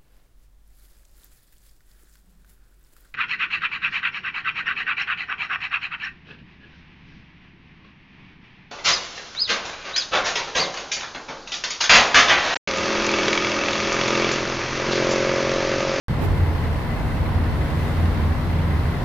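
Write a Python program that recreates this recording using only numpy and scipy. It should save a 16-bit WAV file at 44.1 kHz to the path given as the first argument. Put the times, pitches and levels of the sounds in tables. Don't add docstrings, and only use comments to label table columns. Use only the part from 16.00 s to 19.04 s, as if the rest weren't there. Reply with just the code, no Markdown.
import sys
import numpy as np
from scipy import signal
from scipy.fft import rfft, irfft
from scipy.io import wavfile
from scipy.ndimage import uniform_filter1d, map_coordinates

SR = 44100
rng = np.random.default_rng(int(sys.argv[2]) if len(sys.argv) > 2 else 0)


def transcribe(signal):
    frames = np.atleast_2d(signal).T
    limited = np.clip(frames, -1, 1)
    pcm = np.round(limited * 32767).astype(np.int16)
    wavfile.write(sys.argv[1], SR, pcm)


N = 134064
TIME = np.arange(N) / SR
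FIRING_HZ, FIRST_FIRING_S = 33.86, .048

# time in seconds, level in dB.
WIND_LEVEL = [(.08, -43), (.3, -19.5), (.5, -35), (.7, -29), (1.0, -29), (1.15, -32), (1.6, -24.5),
              (1.8, -38), (2.2, -29), (2.6, -56), (2.9, -39), (3.04, -42)]
# centre in Hz, width in Hz, full level in dB, growth in dB a second.
BRUSH_BANDS = [(249, 260, -27, 5), (600, 870, -31, 32), (2000, 2100, -38, 80), (12500, 9700, -43, 80)]
# middle in seconds, height of the swell in dB, pitch in Hz.
BASS_THUMPS = [(.11, -13.5, 108), (1.21, -14, 94.5), (1.373, -18, 100), (2.59, -17, 90),
               (2.841, -10, 74.66)]
# frequency in Hz, relative level in dB.
ROAR_COLOUR = [(12, -28), (22, -13), (30, -9), (70, -2.5), (110, -7), (185, -11.5), (250, -13), (370, -18),
               (450, -18), (600, -20.5), (1050, -21.5), (1200, -26), (2050, -28), (2400, -35),
               (2800, -36.5), (3200, -38.5), (4300, -41.5), (7300, -55.5), (9500, -54), (15500, -56)]
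# frequency in Hz, opposed minus shared noise in dB.
ROAR_SPREAD = [(25, -14), (60, -6), (110, -15.5), (200, -18), (380, -12), (700, -8), (1290, -3),
               (1900, -4.5), (2400, -1), (4400, -0.5), (8120, -.5), (15000, 1.5)]
# frequency in Hz, left minus right in dB.
ROAR_PAN = [(30, 0), (60, -2.5), (150, -2), (380, -.5), (700, 3.5), (1290, -1), (2380, -0.5), (3500, 3.5),
            (5500, -1.5), (8120, 1), (12000, -2), (15000, -3.5)]
# frequency in Hz, share of power that a knock of size 1 adds.
KNOCK_DEPTH = [(300, 0.084), (800, 0.19), (2200, 0.81), (4500, 0.4), (9000, 0.22)]
# time in seconds, then low, centre and upper middle gains in dB.
MIDDLE_GAINS = [(.08, 0.5, -3, -1.5), (.2, 2.5, 1.5, -0.5), (.35, 1.5, 0.5, -1), (.9, -1, 0.5, -0.5),
                (1.6, 1, 0, 1.5), (2.3, 0, 0.5, 1.5), (3.04, -0.5, 0, 0.5)]
# time in seconds, gain in dB.
CLATTER_GAIN = [(.08, -0.5), (.6, 0), (1.2, -0.5), (1.8, 1), (2.4, 0), (3.04, 0.5)]
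# time in seconds, gain in dB.
TREBLE_GAIN = [(.08, -2), (.2, -1.5), (.35, 1), (1.5, 0.5), (1.88, 3), (2.2, 1), (3.04, 1)]
# time in seconds, pitch in Hz, level in dB.
BODY_BOOM = [(.09, 82.1, -30), (.2, 86.9, -35), (.29, 90, -20), (.35, 90.5, -24), (.43, 87, -18),
             (.52, 82.76, -24.5), (.68, 81.7, -26.5), (.87, 81.9, -41), (1.0, 79.9, -37),
             (1.28, 89.9, -38.5), (1.37, 87.2, -18.5), (1.5, 77.8, -29.5), (1.61, 73.84, -28.5),
             (1.7, 82.3, -30.5), (1.85, 85.5, -24), (1.98, 85.4, -22), (2.07, 85.3, -16), (2.14, 85, -27.5),
             (2.24, 81.5, -22.5), (2.32, 80.67, -19), (2.37, 79, -35), (2.47, 83.3, -21.5),
             (2.6, 82.5, -25.5), (2.71, 80.16, -22), (2.86, 78.6, -20.5), (2.94, 78.6, -50),
             (3.04, 79.4, -38)]
# pitch in Hz, level in dB.
PUMP_FAN_TONES = [(45, -41), (60.5, -34.5), (108.5, -40), (126, -39.5), (144.8, -32), (161.5, -44.5),
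                  (349, -53), (541, -53), (556, -63)]
# multiple of the firing rate, base level in dB, left minus right in dB.
EXHAUST_TONES = [(1, -35.5, -1), (3, -34, 3.5), (5, -41, 4), (6, -43.5, -3), (7, -39, 5.5), (9, -47.5, -1)]
# time in seconds, gain of the fifth multiple in dB, gain of the higher ones in dB.
UPPER_EXHAUST_GAINS = [(.08, -7, 0), (.3, 0, -2), (.8, -1.5, -6), (1.3, -1, -1), (1.55, 2.5, 1),
                       (1.9, 2, 0.5), (2.2, 0, 5), (2.6, 8.5, -1), (2.8, 3.5, -3.5), (3.04, 1, -0.5)]
# one cylinder's gain in dB, in firing order.
CYLINDER_GAINS = [0, 0, 2, -1.5, -5.5, 2]
# pitch in Hz, width in Hz, base level in dB, factor for how much the cylinders differ.
BLOCK_NOTES = [(987, 150, -51.5, 1), (2030, 95, -50, 1.7), (2300, 470, -67, 1.4), (2620, 200, -57, 0.53),
               (4270, 120, -64, 1.4)]
# time in seconds, gain in dB.
HIGH_NOTE_GAIN = [(.08, -6), (.7, -1), (1.1, 8), (1.4, 4), (1.8, 3), (2.5, -4), (3.04, -3)]


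def from_db(db):
    return 10 ** (np.asarray(db, float) / 20)


def unit_rms(x):
    return x / np.sqrt(np.mean(x ** 2))


def at_hz(table, hz):
    rows = np.array(table, float)
    return np.interp(np.log(hz), np.log(rows[:, 0]), rows[:, 1])


def over_time(table, column=1):
    rows = np.array(table, float)
    return np.interp(TIME, rows[:, 0], rows[:, column])


def smooth(x, samples):
    return uniform_filter1d(uniform_filter1d(x, samples), samples)


def wander(rate_hz):
    hold = int(SR / rate_hz)
    steps = np.repeat(rng.standard_normal(N // hold + 1), hold)
    return 1.3 * smooth(steps, hold)[:N]


def band_noise(hz, width_hz):
    freqs = np.fft.rfftfreq(N, 1 / SR) + 1e-3
    off_centre = (freqs - hz ** 2 / freqs) / width_hz
    return unit_rms(irfft(rfft(rng.standard_normal(N)) / (1 + off_centre ** 2), N))


def wavering_tone(cycles, db):
    level = from_db(db + .7 * wander(rate_hz=4))
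    return np.sqrt(2) * level * np.sin(2 * np.pi * (cycles + rng.random()))


def wind(shared_power=.53, gust_db=1.2):
    both, left, right = (band_noise(hz=61, width_hz=29) * from_db(gust_db * wander(7.38))
                         for _ in range(3))
    flutter = np.sqrt(shared_power) * both + np.sqrt(1 - shared_power) * np.array([left, right])
    return from_db(over_time(WIND_LEVEL)) * flutter


def brush(start_s=.209, rise_s=.005, hold_s=.038, fall_s=.022, grain_db=1.2):
    age = TIME - start_s
    length_s = rise_s + hold_s + fall_s
    shape = np.clip(np.minimum(age / rise_s, (length_s - age) / fall_s), 0, 1)
    grain = from_db(grain_db * wander(300))
    growth_s = np.clip(age - hold_s, -length_s, 0)
    rub = sum(from_db(db + growth * growth_s) * band_noise(hz, width_hz)
              for hz, width_hz, db, growth in BRUSH_BANDS)
    return np.array([np.zeros(N), shape * grain * rub])


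def thumps(width_cycles=.97):
    out = 0
    for middle_s, db, hz in BASS_THUMPS:
        cycles = (TIME - middle_s) * hz
        swell = np.exp(-(2 * cycles / width_cycles) ** 2)
        out = out + from_db(db) * swell * np.sin(2 * np.pi * cycles)
    return out


def roar_drift_db(hz):
    if hz > 7000:
        return over_time(TREBLE_GAIN)
    if hz > 1400:
        return over_time(CLATTER_GAIN)
    if hz > 250:
        return over_time(MIDDLE_GAINS, column=1 + (hz > 500) + (hz > 1000))
    return 0


def roar(firings, base_db=-38):
    freqs = np.maximum(np.fft.rfftfreq(N, 1 / SR), 1)
    colour_db = at_hz(ROAR_COLOUR, freqs)
    shared = rfft(rng.standard_normal(N)) * from_db(colour_db)
    opposed = rfft(rng.standard_normal(N)) * from_db(colour_db + at_hz(ROAR_SPREAD, freqs))
    lean = from_db(at_hz(ROAR_PAN, freqs) / 2)
    spectra = np.array([(shared + opposed) * lean, (shared - opposed) / lean])
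    knock = knock_power(firings)
    swell_db = .3 * wander(2.28)
    out = 0
    for hz in 5 * 2. ** np.arange(0, 12.1, .5):
        octaves_away = np.clip(np.log2(freqs / hz), -.5, .5)
        band = irfft(spectra * np.cos(np.pi * octaves_away) ** 2, N)
        flicker_db = .58 * wander(12.02)
        level = from_db(swell_db + flicker_db + roar_drift_db(hz))
        pulse = 1 + at_hz(KNOCK_DEPTH, hz) * knock
        out = out + band * level * np.sqrt(pulse / pulse.mean())
    upper_rms = np.sqrt(np.mean(irfft(shared * (freqs > 1000), N) ** 2))
    return out / upper_rms * from_db(base_db)


def body_boom(width_hz=8.2, roughness=.1):
    span = int(SR / width_hz / 4)
    swirl = [unit_rms(smooth(rng.standard_normal(N), span)) for _ in range(2)]
    phase = 2 * np.pi * np.cumsum(over_time(BODY_BOOM)) / SR
    note = (1 + roughness * swirl[0]) * np.cos(phase) - roughness * swirl[1] * np.sin(phase)
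    return from_db(over_time(BODY_BOOM, column=2)) * unit_rms(note)


def pump_and_fan():
    return sum(wavering_tone(hz * TIME, db) for hz, db in PUMP_FAN_TONES)


def exhaust(firings):
    out = 0
    for multiple, db, pan_db in EXHAUST_TONES:
        if multiple >= 5:
            db = db + over_time(UPPER_EXHAUST_GAINS, column=1 if multiple == 5 else 2)
        left_right = from_db([[pan_db / 2], [-pan_db / 2]])
        out = out + left_right * wavering_tone(multiple * firings, db)
    return out


def knock_power(firings, unevenness=1., decay_s=.0069, scatter_db=1.2):
    count = np.floor(firings).astype(int)
    cylinder_db = unevenness * np.array(CYLINDER_GAINS)[count % 6]
    random_db = scatter_db * rng.standard_normal(N // 100)[count]
    age = (firings % 1) / FIRING_HZ
    return from_db(cylinder_db + random_db) ** 2 * np.exp(-age / decay_s)


def block_clatter(firings, ring_s=.0088, flicker_db=1.6, right_delay_s=.00008):
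    fade = np.exp(-1 / (ring_s * SR))
    left = 0
    for hz, width_hz, db, unevenness in BLOCK_NOTES:
        ring_power = signal.lfilter([1 - fade], [1, -fade], knock_power(firings, unevenness))
        flicker = from_db(flicker_db * wander(25))
        ring = unit_rms(np.sqrt(ring_power) * flicker * band_noise(hz, width_hz))
        if 2500 < hz < 3000:
            db = db + over_time(HIGH_NOTE_GAIN)
        left = left + from_db(db) * ring
    right = map_coordinates(left, [np.arange(N) - right_delay_s * SR], mode="mirror")
    return np.array([left, right])


def scene():
    firing_hz = FIRING_HZ * (1 + .0005 * wander(.96))
    firings = np.cumsum(firing_hz) / SR + 6 - FIRST_FIRING_S * FIRING_HZ
    truck = exhaust(firings) + pump_and_fan() + body_boom() + block_clatter(firings) + roar(firings)
    return truck + thumps() + wind() + brush()


def record(dry, start_s=.0827, bottom_hz=15, top_hz=15490):
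    bass_cut = signal.butter(1, bottom_hz, "high", fs=SR, output="sos")
    treble_cut = signal.ellip(14, .3, 60, top_hz, fs=SR, output="sos")
    started = signal.sosfilt(bass_cut, dry) * (TIME >= start_s)
    return signal.sosfilt(treble_cut, started)


dry = scene()
out = record(dry)
transcribe(out)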